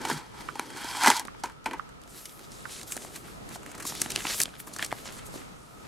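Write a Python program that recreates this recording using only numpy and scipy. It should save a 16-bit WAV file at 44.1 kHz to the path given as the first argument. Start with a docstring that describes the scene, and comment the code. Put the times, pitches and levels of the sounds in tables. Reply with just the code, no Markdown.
"""Unfolding a glossy leaflet

Hands close to a small stereo microphone slide a folded leaflet out of a thin box, put the box down and unfold the sheet.
Sliding is a dense rain of tiny random slips: in the box it rings the hollow walls, on the open sheet it hisses bright.
Knocks, dull tocks off to the right and crease snaps are short bursts of noise that ring resonances.
A quiet matted room hums underneath and adds a short dull tail."""
import sys
import numpy as np
from scipy import signal
from scipy.fft import rfft, irfft
from scipy.io import wavfile
from scipy.ndimage import uniform_filter1d

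SR = 44100
rng = np.random.default_rng(int(sys.argv[2]) if len(sys.argv) > 2 else 0)


def master(y):
    """Save y as 16-bit WAV."""
    cut = np.clip(np.atleast_2d(y).T, -1, 1)
    pcm = np.round(cut * 32767)  # scale
    wavfile.write(sys.argv[1], SR, pcm.astype(np.int16))


N = 259043

# bright cracking resonances of box and creases: (frequency [Hz], width [Hz], relative level [dB])
CRACK_MODES = [(4330, 880, 9), (6800, 7900, 11.5), (10300, 1500, -33)]

WIDE_HZ, WIDE_DB = 8600, -6  # above this the two ports hear partly different sound
FADE_DB = 20  # a stroke gains this much over its rise and loses it over its fall
SCATTER_DB = -0.5  # each blow lands a little aside
SOFTER_PER_DB = 0.16  # dB by which the rise lengthens for each dB that a blow is weaker than -20 dB
RISE_SHARE = 0.29  # part of the contact time that adds to the rise
TINT_DB = 3  # spread of each resonance from blow to blow


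def undb(db):
    """Turn decibels into gain."""
    return 10 ** (np.asarray(db) / 20)


def unit(x):
    """Scale to an rms of 1."""
    return x / np.sqrt(np.mean(x ** 2))


def response(modes):
    """Ring of a body: steep resonances whose powers add, made causal through the cepstrum of the log gain."""
    f = np.maximum(np.arange(1025) * SR / 2048, 1)
    power = 0
    for hz, width, db in modes:
        detuning = (f ** 2 - hz ** 2) / (f * width)
        power = power + undb(2 * db) / (1 + detuning ** 2) ** 2
    cepstrum = irfft(np.log(power) / 2)
    # folding the second half onto the first leaves no sound before the blow
    fold = np.r_[1, np.full(1023, 2.), 1, np.zeros(1023)]
    return irfft(np.exp(rfft(cepstrum * fold)))


def ring(x, modes):
    """Pass both channels through a ringing body."""
    return signal.oaconvolve(x, response(modes)[None], axes=1)[:, :x.shape[1]]


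def ports(mid, side, wide_db=-40):
    """Left and right: alike in the bass unless the source is wide, partly unlike in the treble."""
    high_pass = signal.butter(2, WIDE_HZ, "high", fs=SR, output="sos")
    side = undb(wide_db) * side + undb(WIDE_DB) * signal.sosfilt(high_pass, side)
    return np.array([mid + side, mid - side])


def panned(x, pan_db):
    """Share a sound between the two ports; pan_db is left minus right."""
    return x * undb(np.array([pan_db, -pan_db]).reshape(2, -1) / 2)


def walk(rate):
    """Wander between random levels, rate of them per second; spread near 1."""
    k = int(SR / rate)
    levels = np.repeat(rng.standard_normal(N // k + 1), k)
    return 1.2 * uniform_filter1d(levels, k)[:N]


def slips(per_s, spread_db, flutter_db, flutter_rate):
    """Force of tiny random slips of uneven but bounded size over a steady floor, coming in flurries."""
    size_db = spread_db * np.minimum(rng.exponential(size=N), 3.5)
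    size = undb(size_db) * (rng.random(N) < per_s / SR)
    return (uniform_filter1d(size, size=12) + 0.21) * undb(flutter_db * walk(flutter_rate))


def curve(table):
    """Columns of a table at every sample, and a gate that is open inside its time span."""
    s, *columns = np.transpose(table)
    t = np.arange(N) / SR
    gate = np.clip(np.minimum(t - s[0] + .02, s[-1] + .02 - t) / .04, 0, 1)
    return gate, [np.interp(t, s, c) for c in columns]


def strokes(table):
    """Gain of each layer over time: every stroke swells and fades evenly in dB, and their powers add."""
    t = np.arange(N) / SR
    shape = []
    for s, rise, fall, *_ in table:
        distance = np.maximum((s - t) / rise, (t - s) / fall)
        shape.append(undb(-2 * FADE_DB * distance))  # twice the dB: power
    return np.sqrt(undb(2 * np.array(table)[:, 3:].T) @ shape)


def patchy(force, modes, patchy_db, rate, wide_db=-40, gains=1):
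    """Noise scaled by the force drives each resonance apart, so each swells and fades on its own."""
    parts = []
    for mode in modes:
        noise = rng.standard_normal((2, N))
        drive = ports(*(force * undb(patchy_db * walk(rate)) * noise), wide_db)
        parts.append(ring(drive, [mode]))
    parts = np.array(parts)
    gains = np.reshape(gains, (-1, 1, N) if np.ndim(gains) else ())
    return np.sum(parts * gains, axis=0) / np.std(parts.sum(0))


def bursts(rows, layers, tail, creak, creak_ms, rise_ms, pan_db, wide_db=-40):
    """Each row is a noise burst: a creak builds up, gives way, dies and rings every layer to its own peak."""
    lead, length = 600, 3600  # samples of creak before the blow, and of the whole burst
    out = np.zeros((2, N + length))
    t_ms = (np.arange(length) - lead) * 1000 / SR
    noises = rng.standard_normal((len(rows), 2, length))
    tints = rng.standard_normal((len(rows), 8))
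    for row, noise, tint in zip(rows, noises, tints):
        s, *layer_db, ms = row
        bodies = layers(row)
        strongest_db = max(layer_db[:len(bodies)])
        rise = rise_ms * undb(-SOFTER_PER_DB * (strongest_db + 20)) + RISE_SHARE * ms
        after = np.maximum(t_ms - rise, 0) / max(ms, .3)
        build_up = creak * np.exp(np.minimum(t_ms, 0) / creak_ms)
        swell = np.maximum(np.clip(t_ms / rise, 0, 1), build_up)
        push = ports(*noise, wide_db) * swell
        hit = 0
        for k, (modes, db) in enumerate(zip(bodies, layer_db)):
            # later layers in the list die sooner
            fall = np.exp(-after * (1 + 0.24 * k)) + tail * np.exp(-after / 4)
            # every blow weights the resonances anew
            tinted = [(hz, width, level + TINT_DB * z) for (hz, width, level), z in zip(modes, tint)]
            part = ring(push * fall, tinted)
            hit = hit + undb(db) * part / np.abs(part.mean(0)).max()
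        start = int(s * SR)
        out[:, start:start + length] += panned(hit, pan_db + SCATTER_DB * tint[-1])
    return out[:, lead:N + lead]


def hum():
    """Room hum and microphone hiss are shaped noise, plus one narrow band, all wavering a little."""
    # spectrum of hum and hiss: (frequency [Hz], relative level per Hz [dB])
    hum_spectrum = np.array([(18, -21), (30, -9.5), (52, -2), (79, -10.5), (124, -2), (259, -6.5),
                             (374, -11.5), (415, -7), (600, -12.5), (760, -13), (937, -12), (2060, -20),
                             (6900, -31), (16000, -37)])
    # likeness of the two ports: (frequency [Hz], left-right correlation [-1 to 1])
    hum_likeness = np.array([(30, 0.44), (60, 0.18), (290, -0.56), (1410, -0.61), (3100, -0.38),
                             (6820, 0.036), (15000, -0.56)])
    # the narrow band: (frequency [Hz], width [Hz], relative level [dB])
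    band_modes = [(1282, 180, 0)]
    hum_db, band_db = -47, -59
    log_f = np.log(np.maximum(np.arange(N // 2 + 1) * SR / N, 1))
    gain = undb(np.interp(log_f, np.log(hum_spectrum[:, 0]), hum_spectrum[:, 1]))
    alike = np.interp(log_f, np.log(hum_likeness[:, 0]), hum_likeness[:, 1])
    alike = np.clip(alike, -.95, .95)
    noise = rng.standard_normal((2, N)) * undb(2.1 * walk(5.9))
    mid, side = rfft(noise) * gain * np.sqrt([1 + alike, 1 - alike])
    wide_hum = unit(irfft(np.array([mid + side, mid - side]), N))
    band = unit(ring(rng.standard_normal((2, N)), band_modes))
    return undb(hum_db) * wide_hum + band * undb(band_db + 0.92 * walk(4.9))


def box():
    """The sheet's slips ring the hollow box as it slides out; the box also gets knocked and set down."""
    # sheet dragging out: (time [s], level in the walls [dB], level of the hiss [dB], level of the boom [dB])
    drag_levels = [(0.0, -42.5, -51, -47), (0.11, -35.5, -38, -40), (0.285, -57, -61, -63),
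                   (0.387, -49, -51.5, -54), (0.535, -56.5, -54, -51.5), (0.603, -43, -45, -55),
                   (0.66, -52, -50.5, -47), (0.726, -46.5, -49, -52), (0.848, -39, -41, -58),
                   (0.974, -37.5, -37.5, -53.5), (1.025, -28, -31.5, -45), (1.074, -24.5, -27.5, -35.5),
                   (1.173, -36, -36.5, -56), (1.231, -51, -57, -53), (1.3, -71, -78, -62)]
    # box shuffling on the mat once set down:
    # (time of strongest [s], rise [s], fall [s], walls [dB], hiss [dB], boom [dB])
    mat_shuffles = [(1.4, 0.032, .03, -75, -56, -75), (1.447, 0.011, 0.1, -43, -54, -45.5),
                    (1.668, 0.024, 0.23, -49.5, -59, -47.5), (1.752, 0.11, 0.037, -44.5, -68, -44.5)]
    # knocks and slips: (time [s], boom peak [dB], walls peak [dB], crack peak [dB], contact [ms])
    knock_rows = [(0.014, -60, -40, -34.5, 4.1), (0.05, -31, -19, -24.5, 3.7), (0.085, -61, -32, -23, 3.1),
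                  (0.098, -31, -18, -21.5, 3.4), (0.112, -27.5, -22, -42, 1.5),
                  (0.126, -39.5, -38, -26.5, 8.7), (0.175, -60, -45, -34, 3.5), (0.554, -39, -28, -33, 3),
                  (0.595, -28, -16, -15.5, 0.63), (0.702, -51, -34.5, -35.5, 2.5),
                  (0.748, -41, -36, -44, 1.6), (0.769, -61, -33, -32, 5.1), (0.843, -32, -36, -29, 2.7),
                  (0.949, -42, -26, -42, 2.3), (1.03, -40, -22, -24, 2), (1.035, -34, -13, -13, 2.2),
                  (1.043, -42, -13, -17, 6.1), (1.06, -27, -10, -8, 1.8), (1.072, -25, -4, -6.5, 2.3),
                  (1.079, -16, -27, -7, 2.5), (1.101, -28.5, -4, -5.5, 1.9), (1.112, -29, -13.5, -25, 4),
                  (1.165, -57, -36, -18.5, 4.1), (1.195, -58, -24.5, -18, 1.46),
                  (1.251, -37.5, -36, -32, 1.2), (1.272, -60, -60, -34.5, 1.4), (1.347, -69, -39.5, -62, 2),
                  (1.435, -36, -20.5, -23.5, 5.5), (1.457, -50, -28, -32, 1.4), (1.496, -60, -37, -43, 3.8),
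                  (1.519, -56, -55, -46, 2.7), (1.642, -65, -51, -41, 2.1), (1.658, -35, -16.5, -24, 3.6),
                  (1.665, -45, -25, -36, 3.8), (1.679, -33, -52, -48, 3.1), (1.71, -35, -26.5, -32, 2.5),
                  (1.732, -40, -25.5, -33.5, 3.8), (1.782, -59, -46, -46, 2.6), (1.89, -63, -48, -43, 3.3)]
    # low thud of the box in the hand: (time [s], peak [dB], contact [ms])
    thud_rows = [(.118, -34, 15)]
    # resonances of the box walls: (frequency [Hz], width [Hz], relative level [dB])
    wall_modes = [(916, 242, 8), (1500, 470, -2.5), (1993, 153, -3), (2310, 330, -4), (2975, 620, -11.5),
                  (1550, 810, -3), (636, 380, -22)]
    # bright resonances of the sliding hiss: (frequency [Hz], width [Hz], relative level [dB])
    squeak_modes = [(3240, 170, 12), (4405, 82, 11.5), (5030, 160, 8.5), (3960, 4300, 5.5),
                    (5640, 9700, 0.5), (8000, 1700, 0.5), (10500, 4100, -3)]
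    # low resonances of the hollow box: (frequency [Hz], width [Hz], relative level [dB])
    boom_modes = [(271, 74, -6.5), (327, 264, -5)]
    # resonance of the thud: (frequency [Hz], width [Hz], relative level [dB])
    thud_modes = [(154, 35, 0)]
    drag_pan_db, knock_pan_db = 0, -0.3  # left minus right
    gate, layer_db = curve(drag_levels)
    gains = gate * undb(layer_db) + strokes(mat_shuffles)
    scrape = slips(2500, 2.8, 1.5, 59.35)
    drag = 0
    for gain, modes in zip(gains, (wall_modes, squeak_modes, boom_modes)):
        drag = drag + gain * patchy(scrape, modes, patchy_db=2.2, rate=25.27)
    knocks = bursts(knock_rows, lambda row: (boom_modes, wall_modes, CRACK_MODES), tail=0.38,
                    creak=0.022, creak_ms=2.0, rise_ms=0.49, pan_db=knock_pan_db)
    thuds = bursts(thud_rows, lambda row: (thud_modes,), tail=0.087,
                   creak=.02, creak_ms=1.5, rise_ms=4.1, pan_db=knock_pan_db)
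    return panned(drag, drag_pan_db) + knocks + thuds


def tocks():
    """Dull tocks off to the right: short noise bursts ring a few middle resonances."""
    # the blows: (time [s], peak [dB], contact [ms])
    tock_rows = [(0.486, -26, 3.5), (1.282, -32.5, 1.5), (1.795, -23.5, 1.7), (2.653, -29, 4.3),
                 (2.903, -44, 2.8), (3.28, -43, 4)]
    # resonances: (frequency [Hz], width [Hz], relative level [dB])
    tock_modes = [(1334, 600, 22), (1730, 1500, -22), (2240, 1160, -29)]
    return bursts(tock_rows, lambda row: (tock_modes,), tail=0.11,
                  creak=.03, creak_ms=1.5, rise_ms=0.19, pan_db=-14.5)


def stroked_sheet(flap_modes):
    """Slips of skin hiss on glossy paper; slower buckling of the whole sheet rustles and flaps."""
    # finger strokes: (time of strongest [s], rise [s], fall [s], sheen [dB], scuff [dB], rustle [dB],
    # tilt of the sheen [dB per octave])
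    finger_strokes = [(2.1, 0.026, 0.21, -51.5, -63, -65, -3), (2.175, 0.086, 0.34, -48, -53, -56, 10),
                      (2.444, 0.026, .035, -49.5, -51, -54, -7), (2.53, 0.046, 0.27, -51, -51, -58, -5),
                      (2.72, 0.064, 0.14, -41.5, -41, -48.5, -1), (2.79, 0.16, .07, -45, -61, -50, 0),
                      (2.878, 0.017, 0.083, -45, -47, -53, 12), (2.927, 0.053, 0.049, -36, -55, -44, 5),
                      (3.03, 0.16, 0.11, -46.5, -53, -49, 7), (3.16, 0.077, 0.082, -45.5, -53, -46.5, 8),
                      (3.281, 0.14, 0.17, -54.5, -58, -55, 7), (3.552, 0.082, 0.022, -46, -53, -50, 12),
                      (3.708, 0.16, 0.088, -56, -68, -54, -3), (3.87, 0.027, 0.086, -34, -35, -42.5, 2),
                      (3.97, 0.11, 0.16, -45, -45.5, -47, -3), (4.045, 0.089, 0.07, -40.5, -42.5, -43, 2),
                      (4.111, 0.029, 0.092, -42, -42, -42.5, -1), (4.2, 0.13, 0.14, -43, -56, -42, 4),
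                      (4.322, 0.17, .15, -34.5, -37.5, -35.5, -6),
                      (4.424, 0.099, 0.015, -31.5, -40, -41.5, 13), (4.552, 0.033, 0.032, -67, -66, -52, 1),
                      (4.602, 0.019, 0.019, -40.5, -48.5, -51, 14), (4.673, 0.0092, 0.03, -44, -53, -64, 7),
                      (4.741, .02, 0.041, -44.5, -54, -55, -2), (4.837, .08, 0.047, -38.5, -49, -36.5, -1),
                      (4.997, 0.41, 0.19, -49.5, -56, -52, 2), (5.06, 0.03, 0.072, -44, -47.5, -44, -9),
                      (5.14, 0.066, 0.12, -48.5, -55, -44.5, 1), (5.19, 0.12, .03, -47.5, -60, -44.5, -4),
                      (5.266, 0.023, 0.034, -44.5, -54, -66, 3), (5.352, .08, 0.13, -48, -53, -51.5, -5)]
    # low flapping of the sheet: (time [s], level [dB])
    flap_levels = [(1.95, -62), (2.2, -58.5), (2.7, -53.5), (3.4, -52.5), (3.85, -50), (4.14, -44.5),
                   (4.4, -48.5), (4.5, -59), (4.67, -55), (4.84, -49.5), (5.0, -53.5), (5.18, -49.5),
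                   (5.28, -78), (5.352, -51), (5.474, -64), (5.87, -54.5)]
    # resonances of the bright hiss: (frequency [Hz], width [Hz], relative level [dB])
    sheen_modes = [(6900, 3100, -2.5), (8300, 3700, -1), (10360, 1800, -3.5), (12140, 5400, -3.5)]
    # resonances of the rougher rub: (frequency [Hz], width [Hz], relative level [dB])
    scuff_modes = [(3840, 740, 1.2), (4230, 3900, 1), (5540, 2900, -1.3)]
    # resonances of the rustling: (frequency [Hz], width [Hz], relative level [dB])
    rustle_modes = [(1210, 800, 1.5), (1900, 3000, 5), (2640, 3100, -6)]
    hold_s, hold_db = 1.98, (-62, -66.5, -66)  # from then on fingers never quite rest: sheen, scuff, rustle
    sheet_wide_db = -13  # the open sheet spans both ports, so its low sounds differ left and right
    gate, (flap_db,) = curve(flap_levels)
    held = np.clip((np.arange(N) / SR - hold_s) / 0.14, 0, 1) * undb(hold_db)[:, None]
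    rough, lean = [], []
    for s, rise, fall, sheen_db, scuff_db, rustle_db, tilt in finger_strokes:
        rough.append((s, rise, fall, scuff_db, rustle_db))
        # each stroke leans towards the upper or lower resonances of the sheen
        tilted_db = [sheen_db + tilt * np.log2(hz / 8500) for hz, _, _ in sheen_modes]
        lean.append((s, rise, fall, *tilted_db))
    scuff_gain, rustle_gain = np.hypot(strokes(rough), held[1:])
    sheen_gains = np.hypot(strokes(lean), held[0])
    rub = slips(5600, 2.6, 0.38, 39)
    crinkle = slips(900, 6.1, 2.03, 45)
    sheen = patchy(rub, sheen_modes, 2.1, 12, gains=sheen_gains)
    scuff = scuff_gain * patchy(rub + crinkle, scuff_modes, 2.5, 19)
    rustle = rustle_gain * patchy(crinkle, rustle_modes, 3.0, 18, sheet_wide_db)
    flap = gate * undb(flap_db) * patchy(crinkle, flap_modes, 1.6, 25, sheet_wide_db)
    return panned(sheen + scuff + rustle + flap, 0.2)


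def crease_snaps(flap_modes):
    """Creases buckle through: each snap flaps low, pops at its own pitch and cracks bright."""
    # the snaps: (time [s], pop peak [dB], crack peak [dB], pop frequency [Hz], buckling [ms])
    snap_rows = [(2.016, -50, -39.5, 1233, 1.4), (2.036, -41, -46, 4000, 1.5), (2.076, -43, -40, 1260, 1.8),
                 (2.254, -31.5, -27.5, 3120, 6.4), (2.293, -39, -46, 4200, 2), (2.392, -39, -36, 1280, 3.4),
                 (2.412, -46, -47, 4000, 1.5), (2.517, -47, -35, 872, 5), (2.708, -40, -47, 3430, 4),
                 (2.812, -31.5, -40, 3050, 2.9), (2.83, -42, -30, 797, 4.5),
                 (2.921, -26.5, -17.5, 2980, 2.6), (2.957, -40, -35, 1270, 2.8),
                 (2.966, -28, -22, 664, 2.9), (2.975, -27, -29, 1310, 1.7), (3.048, -33, -35, 770, 1.7),
                 (3.159, -39, -28.5, 1090, 6.1), (3.49, -38, -32, 1400, 2.5), (3.515, -35, -42, 1190, 4),
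                 (3.556, -33, -34, 734, 6.9), (3.631, -34.5, -35.5, 1280, 3),
                 (3.662, -29.5, -30, 1300, 1.54), (3.714, -39, -35.5, 1660, 5.3),
                 (3.748, -37, -33, 794, 8.3), (3.776, -37, -33.5, 1260, 13), (3.797, -30.5, -30, 1550, 14),
                 (3.822, -31, -29, 1280, 12.5), (3.851, -28, -26, 790, 3.4), (3.922, -26, -37, 960, 1.4),
                 (3.951, -29, -26, 1260, 2.1), (4.001, -33, -25.5, 1590, 3.6),
                 (4.016, -16.5, -6.5, 1600, 3.2), (4.06, -23, -31, 895, 1.55), (4.102, -25.5, -21, 3300, 5),
                 (4.118, -25, -22, 3400, 3.1), (4.16, -9.5, -14.5, 3030, 0.89),
                 (4.205, -27, -31, 2510, 1.9), (4.251, -17, -34, 1150, 3.4), (4.267, -17.5, -29, 2400, 3.5),
                 (4.286, -31, -40, 1950, 2.8), (4.401, -14.5, -8.5, 2170, 4), (4.416, -35, -7, 3430, 1.3),
                 (4.428, -34, -16, 3200, 1.8), (4.434, -30, -10.5, 2360, 1.1),
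                 (4.456, -20.5, -37, 2290, 1.4), (4.48, -32.5, -47, 875, 0.79), (4.49, -37, -54, 2400, 1.5),
                 (4.539, -35, -58, 1600, 1.5), (4.553, -36, -50, 2400, 1.5), (4.565, -37, -50, 2200, 1.1),
                 (4.6, -34, -38, 1840, 2.4), (4.672, -33, -42, 960, 5.7), (4.736, -58, -29, 770, 3.1),
                 (4.762, -27.5, -26, 940, 4.6), (4.786, -31, -25, 1640, 2.2), (4.792, -20, -49, 1640, 4.6),
                 (4.825, -14, -21.5, 2350, 2.6), (4.845, -38, -20, 3290, 4.9), (4.862, -39, -24, 824, 2.8),
                 (4.909, -31, -42, 1600, 2), (4.916, -23.5, -40, 1940, 1.8), (4.926, -17.5, -27, 704, 1.1),
                 (5.123, -38, -34, 2280, 3.7), (5.288, -39, -54, 600, 1.7), (5.339, -44, -37, 412, 5.2),
                 (5.356, -43.5, -45, 250, 3.6)]
    # flap against a 1 kHz pop; big slack folds pop lower and flap more
    flap_under_db, flap_db_per_octave = -7.5, -8.5
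    rows = []
    for s, pop_db, crack_db, hz, ms in snap_rows:
        flap_db = pop_db + flap_under_db + flap_db_per_octave * np.log2(hz / 1000)
        rows.append((s, flap_db, pop_db, crack_db, hz, ms))

    def bodies(row):
        """Flap, pop and crack resonances of one snap."""
        pop_hz = row[-2]
        return flap_modes, [(pop_hz, 1.22 * pop_hz, 0)], CRACK_MODES

    return bursts(rows, bodies, tail=0.033, creak=0.083, creak_ms=8.2, rise_ms=0.25,
                  pan_db=0, wide_db=-17.5)


def leaflet():
    """Fingers stroke the open sheet and its creases snap; both share the low resonances of the paper."""
    # low resonances of the sheet: (frequency [Hz], width [Hz], relative level [dB])
    flap_modes = [(167, 132, -0.5), (328, 246, 3), (672, 520, -3)]
    return stroked_sheet(flap_modes) + crease_snaps(flap_modes)


def room(x):
    """Mats and walls add a short dull tail: decaying noise convolved with the sound."""
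    t60_s, tail_db = 0.11, -22
    t = np.arange(int(.3 * SR)) / SR
    decay = np.exp(-np.log(1000) * t / t60_s) * (t > .004)  # silent for the first 4 ms
    tail = ports(*rng.standard_normal((2, len(t)))) * decay
    tail = uniform_filter1d(tail, size=3)  # dulls the treble
    tail = undb(tail_db) * tail / np.sqrt(np.sum(tail ** 2) / 2)
    return x + signal.fftconvolve(x, tail, axes=1)[:, :N]


def scene():
    """Box, tocks and leaflet in the room, over its hum."""
    return room(box() + tocks() + leaflet()) + hum()


def record(dry):
    """The preamplifier rounds the loudest peaks; the microphone fades towards the top, which is then cut."""
    left_treble_db = 2.5  # the left port is brighter than the right
    headroom, top_hz = 1.5, 15900  # drive into the rounding; upper cut
    treble = signal.sosfilt(signal.butter(2, 8000, "high", fs=SR, output="sos"), dry)
    treble_gain = undb(np.array([[.5], [-.5]]) * left_treble_db)
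    dry = dry + treble * (treble_gain - 1)
    rounded = np.tanh(headroom * dry) / headroom
    soft = signal.sosfilt(signal.butter(3, 12500, fs=SR, output="sos"), rounded)
    return signal.sosfilt(signal.ellip(12, .2, 100, top_hz, fs=SR, output="sos"), soft)


dry = scene()
out = record(dry)
master(out)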